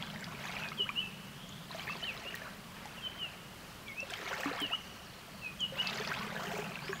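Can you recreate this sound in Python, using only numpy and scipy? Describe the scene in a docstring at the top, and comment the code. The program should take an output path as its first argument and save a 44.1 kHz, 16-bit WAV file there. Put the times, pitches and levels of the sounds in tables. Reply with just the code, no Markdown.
"""Lapping lake shore with songbirds

Small waves lap the sand beside a beached kayak, trapping air that rings as clouds of bubbles,
with gulps, rising gurgles, smacks, spray and a hiss of foam on top.
Songbirds whistle short slurred phrases, and the bank and trees echo them.
Underneath sits a bed of low far drone and softly hissing open air."""
import sys
import numpy as np
from scipy import signal
from scipy.fft import rfft, irfft
from scipy.io import wavfile
from scipy.ndimage import uniform_filter1d

SR = 44100
rng = np.random.default_rng(int(sys.argv[2]) if len(sys.argv) > 2 else 0)


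def store_wav(level_fs):
    """Save 16-bit WAV to argv[1]."""
    pcm = np.round(np.clip(np.atleast_2d(level_fs), -1, 1) * 32767)
    wavfile.write(sys.argv[1], SR, pcm.T.astype(np.int16))


N = 308700
TIME = np.arange(N) / SR
BINS = np.fft.rfftfreq(N, 1 / SR)

# waves running up the sand, with relative layer levels:
# (arrival [s], length [s], big bubbles [dB], small bubbles [dB], spray [dB])
WAVES = [(-.1, 0.49, -59, -51, -56.5), (0.36, .27, -53.5, -46, -52), (1.664, 0.79, -57, -51.5, -52.5),
         (2.682, 0.65, -64, -56, -65), (4.026, 0.24, -52, -48.5, -52.5), (4.199, 0.4, -49, -44.5, -52),
         (5.714, .12, -54.5, -45.5, -52), (5.826, 0.42, -50.5, -44.5, -47.5),
         (6.268, 0.36, -48, -45.5, -55), (6.67, 0.25, -75, -50.5, -60)]
# ripples between waves, on the same scale: (big bubbles [dB], small bubbles [dB], spray [dB])
LULL_DB = (-65, -69.5, -66)
# tone of the bubble clouds: (frequency [Hz], gain [dB])
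WATER_EQ = [(150, -30), (280, -10.5), (450, -1.5), (900, 1), (1600, 2.5), (2400, 0.5), (3500, -6),
            (4700, -9), (7000, -16.5), (10000, -31.5), (15000, -20)]
# single close bubbles: (time [s], pitch [Hz], level [dB])
BUBBLES = [(.209, 7350, -37), (.567, 2400, -26.5), (.636, 2740, -27), (.718, 2130, -33.5),
           (.718, 1270, -33), (.795, 402, -37.5), (.8914, 2370, -22), (1.492, 6700, -37),
           (1.707, 1030, -36), (1.747, 648, -34), (1.796, 3020, -29.5), (1.878, 1790, -28.5),
           (1.888, 2110, -29), (1.896, 1170, -30.5), (2.254, 563, -40), (2.343, 1840, -28.5),
           (2.855, 823, -36), (3.882, 3330, -34.5), (4.004, 5570, -32), (4.028, 554, -36.5),
           (4.138, 3160, -28.5), (4.33, 1490, -28), (4.397, 525, -39), (4.434, 1800, -26.5),
           (4.458, 280, -26), (4.513, 477, -31), (4.616, 286, -32.5), (4.735, 1277, -28),
           (5.606, 6660, -31.5), (5.722, 530, -36), (5.765, 563, -39.5), (5.999, 435, -33.5),
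           (6.116, 1605, -26), (6.535, 417, -36), (6.562, 584, -37), (6.586, 413, -33.5),
           (6.756, 2650, -28.5), (6.892, 386, -32.5), (6.93, 1640, -24.5), (6.93, 1100, -31.5)]
# shrinking air pockets: (time [s], length [s], start pitch [Hz], relative level [dB])
GURGLES = [(.853, 0.026, 1074, -40.5), (.886, 0.024, 860, -34), (2.447, 0.042, 803, -41.5),
           (2.465, 0.026, 905, -45), (4.3, 0.037, 670, -36.5), (4.466, 0.05, 599, -37),
           (4.556, 0.055, 600, -39), (4.7, 0.038, 590, -38), (6.112, .018, 1140, -29.5),
           (6.127, 0.022, 1886, -35), (6.39, 0.025, 820, -39)]
# drops and crests hitting the surface: (time [s], peak [dB], centre [Hz], width [octaves])
SMACKS = [(.025, -26.5, 2920, 0.45), (.243, -29.5, 4200, 0.72), (.687, -33, 4400, .39),
          (1.714, -34, 4000, 0.22), (1.925, -42, 4700, .3), (1.97, -39, 4570, 0.25),
          (2.04, -32.5, 3960, .25), (2.353, -26.5, 10190, 2.1), (2.857, -35, 3500, 1.8),
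          (4.105, -32.5, 7250, 0.46), (4.138, -26.5, 2500, 1.7), (4.458, -27.5, 1300, 0.64),
          (4.603, -29, 6000, 1.5), (4.616, -29.5, 13200, 0.6), (5.8724, -21, 4350, 0.41),
          (5.898, -29, 3960, .3), (5.975, -31, 4560, 0.26), (6.075, -26.5, 4720, 0.29),
          (6.882, -29, 2300, .5)]
# foam as a spent wave drains through the sand: (start [s], end [s], level [dB])
FOAM = [(4.252, 4.564, -56.5), (6.24, 6.82, -56.5)]
# tone of the foam: (frequency [Hz], gain [dB])
FOAM_EQ = [(3000, -23), (5500, 1), (6800, 0.5), (8200, -5), (10500, -16), (14500, -7)]
# five bird phrases, a slur per row: (delay [s], length [s], start pitch [Hz], goal pitch [Hz], peak [dB])
REFRAIN = [(-.008, .125, 2817, 2480, -39.5), (.175, .08, 3440, 2900, -28),
           (0.356, 0.0724, 2600, 2988, -27.5), (0.402, .1, 2690, 2640, -35.5)]
ARCH = [(0, 0.072, 2150, 2360, -46.5), (.1, 0.067, 2380, 2680, -36.5), (.24, 0.051, 2765, 3080, -34.5),
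        (.268, .105, 3270, 1956, -35), (.44, .125, 2200, 2900, -40.5)]
FALL = [(0, 0.053, 3180, 2450, -45.5), (.05, 0.0975, 3276, 3050, -35), (0.206, .14, 3270, 2500, -35)]
DIP = [(0, 0.084, 2480, 2160, -41.5), (0.094, 0.0925, 2330, 2693, -35.5)]
SWOOP = [(0, .125, 3464, 2555, -33), (.133, 0.0678, 2440, 2956, -28.5)]
# the song's cues: (start [s], phrase)
SONG = [(.595, REFRAIN), (1.775, ARCH), (2.959, FALL), (3.859, DIP), (4.571, SWOOP), (5.414, REFRAIN)]
# birds deep in the trees: (start [s], end [s], start pitch [Hz], end pitch [Hz], level [dB])
FAR_CALLS = [(1.302, 1.726, 3140, 3480, -58.5), (4.62, 5.2, 6300, 5400, -69.5),
             (4.8, 5.024, 4870, 4100, -67), (5.019, 5.251, 4650, 3870, -64.5),
             (5.273, 5.557, 4720, 3870, -64.5), (6.789, 6.949, 3900, 5920, -56.5),
             (6.907, 6.998, 6700, 7000, -60.5)]
# fader ride of the drone: (time [s], relative level [dB])
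DRONE_RIDE = [(0, -45.5), (.5, -48.5), (1.5, -49.5), (3.2, -54.5), (3.8, -57), (5.2, -57.5), (5.7, -47),
              (6.6, -45.5), (7, -50)]
# tone of the drone: (frequency [Hz], gain [dB])
DRONE_EQ = [(53, -50), (90, -27), (130, -2), (178, 1), (228, -1.5), (280, -20.5), (330, -19), (430, -46),
            (730, -120)]
# tone of the open air: (frequency [Hz], gain [dB])
AIR_EQ = [(12, -49), (20, -13), (70, -6.5), (186, -6.5), (274, -11.5), (507, -15.5), (616, -12),
          (669, -17.5), (1140, -12), (2340, -19), (2930, -15.5), (3460, -22.5), (4330, -22), (6390, -26.5),
          (15600, -31)]


def waves():
    """Each wave traps big bubbles, small ones and a fizz of spray."""
    big, small, spray = wave_envelopes()
    gulps = bubble_cloud(309.6, 804, per_s=230, cycles=24, spread_db=4, rise=.54)
    ripples = bubble_cloud(750, 4200, per_s=330, cycles=36, spread_db=4.5, rise=.8)
    slosh = bubble_cloud(700, 3100, per_s=700, cycles=72, spread_db=2.8, rise=1.4)
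    fizz = bubble_cloud(3030, 14860, per_s=2400, cycles=38, spread_db=4.5, rise=.2)
    # strong waves crowd their bubbles into one slosh; lulls leave only the farther shore's wash
    crowding = small ** 2 / (small ** 2 + gain_of(-48) ** 2)
    far_wash = np.minimum(gain_of(-57.5) / small, 1) ** 2
    blend = np.maximum(crowding, far_wash)
    babble = np.sqrt(1 - blend) * ripples + np.sqrt(blend) * slosh
    return gain_of(-.03) * big * gulps + gain_of(1.25) * small * babble + gain_of(1.5) * spray * fizz


def wave_envelopes(attack_s=.088, collapse_s=.11, backwash_s=1.0, spray_fade_db_per_s=14.5):
    """Gains of big bubbles, small bubbles and spray: each wave builds, runs, collapses and drains back."""
    big, small, spray = (np.full(N, gain_of(db) ** 2) for db in LULL_DB)
    for arrival, length, big_db, small_db, spray_db in WAVES:
        age = TIME - arrival
        attack = np.clip(age / attack_s, 0, 1)
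        spent = np.maximum(age - length, 0)
        backwash = gain_of(-13.5) * np.exp(-spent / backwash_s)
        power = (attack * np.maximum(np.exp(-spent / collapse_s), backwash)) ** 2
        big += power * gain_of(big_db) ** 2
        small += power * gain_of(small_db) ** 2
        # the front of the wave throws most of the spray
        spray += power * gain_of(spray_db - spray_fade_db_per_s * np.clip(age, 0, length)) ** 2
    return np.sqrt([big, small, spray])


def bubble_cloud(low_hz, high_hz, per_s, cycles, spread_db, rise):
    """A stream of random bubbles, mostly faint and a few loud, compressed to a steady level."""
    out = np.zeros(N)
    for when, pitch, size, ring, glide in rng.random((int(per_s * N / SR), 5)):
        hz = low_hz * (high_hz / low_hz) ** pitch
        size_db = spread_db * min(-np.log(1 - size), 4)
        t60 = cycles * (.5 + ring) / hz
        add(out, when * N / SR, gain_of(size_db) * hz * bubble(hz, t60, rise * glide ** 2))
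    out = coloured(out, WATER_EQ)
    power = signal.fftconvolve(out ** 2, np.hanning(SR // 6), "same")
    return unit_rms(out / np.sqrt(abs(power) + 1e-9))


def bubble(hz, t60, rise):
    """A bubble rings from its birth and bends up in pitch as it nears the surface."""
    t = TIME[:int(t60 * SR) + 2]
    turns = hz * t * (1 + rise * t / t60 / 2)
    attack = 1 - np.exp(-2.2 * hz * t)
    return np.sin(2 * np.pi * turns) * attack * gain_of(-60 * t / t60)


def close_bubbles():
    """Single plinks at the water's edge; smaller, higher bubbles die sooner."""
    out = np.zeros(N)
    for start, hz, db in BUBBLES:
        add(out, start, gain_of(db) * bubble(hz, t60=.042 * (hz / 1000) ** -.95, rise=.071))
    return out


def gurgles(octaves_per_s=31):
    """Air pockets shrink as the water closes on them, so their fluttering note sweeps up."""
    out = np.zeros(N)
    for start, length, first_hz, db in GURGLES:
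        t = TIME[:int(length * SR)]
        note = tone(first_hz * 2 ** (octaves_per_s * t)) * signal.windows.tukey(len(t), .6)
        flutter_db = 1.6 * unit_rms(uniform_filter1d(rng.standard_normal(len(t)), SR // 300))
        add(out, start, gain_of(db - 4 + flutter_db) * note)
    return out


def smacks():
    """One sharp hit, then a scatter of droplets, both ringing the dent they make in the water."""
    out = np.zeros(N)
    t = TIME[:SR // 30]
    for start, db, hz, octaves in SMACKS:
        hit = .092 * rng.standard_normal(len(t)) * np.exp(-t / .003)
        hit[0] = 1
        edges = np.minimum(hz * 2 ** (np.array([-octaves, octaves]) / 2), [SR / 3, SR / 2 - 1])
        tick = signal.sosfilt(signal.butter(2, edges, "band", fs=SR, output="sos"), hit)
        add(out, start, gain_of(db) * tick / abs(tick).max())
    return out


def foam():
    """Countless tiny bursting bubbles merge into a soft, grainy hiss."""
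    swell = np.zeros(N)
    for start, end, db in FOAM:
        add(swell, start, gain_of(db) * np.hanning(int((end - start) * SR)))
    return swell * coloured(rng.standard_normal(N), FOAM_EQ) * gain_of(3.7 * wander(90))


def songbirds():
    """Trembling whistles arrive direct; trunks and moving leaves scatter them back, smeared in pitch."""
    direct = whistles(.009 * wander(200)) * gain_of(1.6 * wander(110))
    # one strong slap off the bank beats against each gliding note
    bank = np.zeros(N)
    add(bank, .013, gain_of(-10) * direct)
    trunks = gain_of(-15) * echoes(whistles(.05 * wander(350)), t60=.14, predelay=.008)
    woods = gain_of(-12.5) * echoes(whistles(.0217 * wander(340)), t60=1.3, predelay=.034)
    return direct + bank + trunks + woods


def whistles(waver, throat_hz=2926, throat_db_per_octave=30, swell_db=17.5):
    """Slurs swell mid-note and near the throat's resonance; waver bends their pitch."""
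    out = np.zeros(N)
    for start, phrase in SONG:
        for delay, length, first_hz, goal_hz, db in phrase:
            progress = np.linspace(0, 1, int(length * SR))
            # wide falls run straight; other slurs reach their goal early, then curl back
            slide = progress if goal_hz < .8 * first_hz else np.sin(np.pi / 2 * progress / .72)
            hz = first_hz + (goal_hz - first_hz) * slide
            taper_db = swell_db * abs(2 * progress - 1) ** 1.4
            off_resonance_db = throat_db_per_octave * abs(np.log2(hz / throat_hz))
            swell = gain_of(-taper_db - off_resonance_db) * signal.windows.tukey(len(hz), .15)
            bend = 1 + waver[int((start + delay) * SR):][:len(hz)]
            add(out, start + delay, gain_of(db) * swell / swell.max() * tone(hz * bend))
    return out


def far_birds():
    """Distant slurs arrive only as echo: narrow gliding bands of noise."""
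    out = np.zeros(N)
    for start, end, first_hz, last_hz, db in FAR_CALLS:
        hz = np.linspace(first_hz, last_hz, int((end - start) * SR))
        blur = wander(380)[:len(hz)] * tone(hz)
        add(out, start, gain_of(db) * unit_rms(blur * signal.windows.tukey(len(hz), .6)))
    return out


def far_drone():
    """A low drone from across the lake sinks away and swells back."""
    ride_db = np.interp(TIME, *np.transpose(DRONE_RIDE))
    return coloured(rng.standard_normal(N), DRONE_EQ) * gain_of(ride_db - 2.5)


def open_air(level_db=-52):
    """A soft, gently uneven bed of hiss."""
    return coloured(rng.standard_normal(N), AIR_EQ) * gain_of(level_db + .5 * wander(3.7))


def echoes(x, t60, predelay, taps_per_s=2000):
    """A reverb tail of sparse, dying reflections of random sign."""
    t = TIME[:2 * SR]
    taps = rng.choice([-1., 1.], len(t)) * (rng.random(len(t)) < taps_per_s / SR)
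    taps *= (t > predelay) * gain_of(-60 * t / t60)
    return signal.fftconvolve(x, taps / np.linalg.norm(taps))[:N]


def gain_of(db):
    """Decibels to gain."""
    return 10 ** (np.asarray(db) / 20)


def unit_rms(x):
    """Normalises to rms 1."""
    return x / np.sqrt(np.mean(x ** 2) + 1e-20)


def coloured(x, eq):
    """Runs a sound through an EQ curve and normalises to rms 1."""
    hz, db = np.transpose(eq)
    curve_db = np.interp(np.log(BINS + 1), np.log(hz), db)
    return unit_rms(irfft(rfft(x) * gain_of(curve_db), N))


def tone(hz):
    """A sine that follows a pitch curve."""
    return np.sin(2 * np.pi * np.cumsum(hz) / SR)


def wander(bandwidth_hz):
    """A smooth random modulator of rms 1."""
    return unit_rms(irfft(rfft(rng.standard_normal(N)) * np.exp(-(BINS / bandwidth_hz) ** 2), N))


def add(mix, start_s, sound):
    """Drops a sound into the mix at its cue."""
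    part = mix[max(round(start_s * SR), 0):][:len(sound)]
    part += sound[:len(part)]


def scene():
    """Mono mix: water up front with a brief scatter off hull and bank, then birds and the bed."""
    water = waves() + close_bubbles() + gurgles() + smacks() + foam()
    scatter = gain_of(-10) * echoes(water, t60=.16, predelay=.003)
    return (water + scatter + songbirds() + far_birds() + open_air() + far_drone())[None]


def record(dry):
    """A steep high cut trims the very top of the mix."""
    high_cut = signal.firwin(2001, 15750, window=("kaiser", 9), fs=SR)
    return signal.oaconvolve(dry, high_cut[None], "same")


dry = scene()
out = record(dry)
store_wav(out)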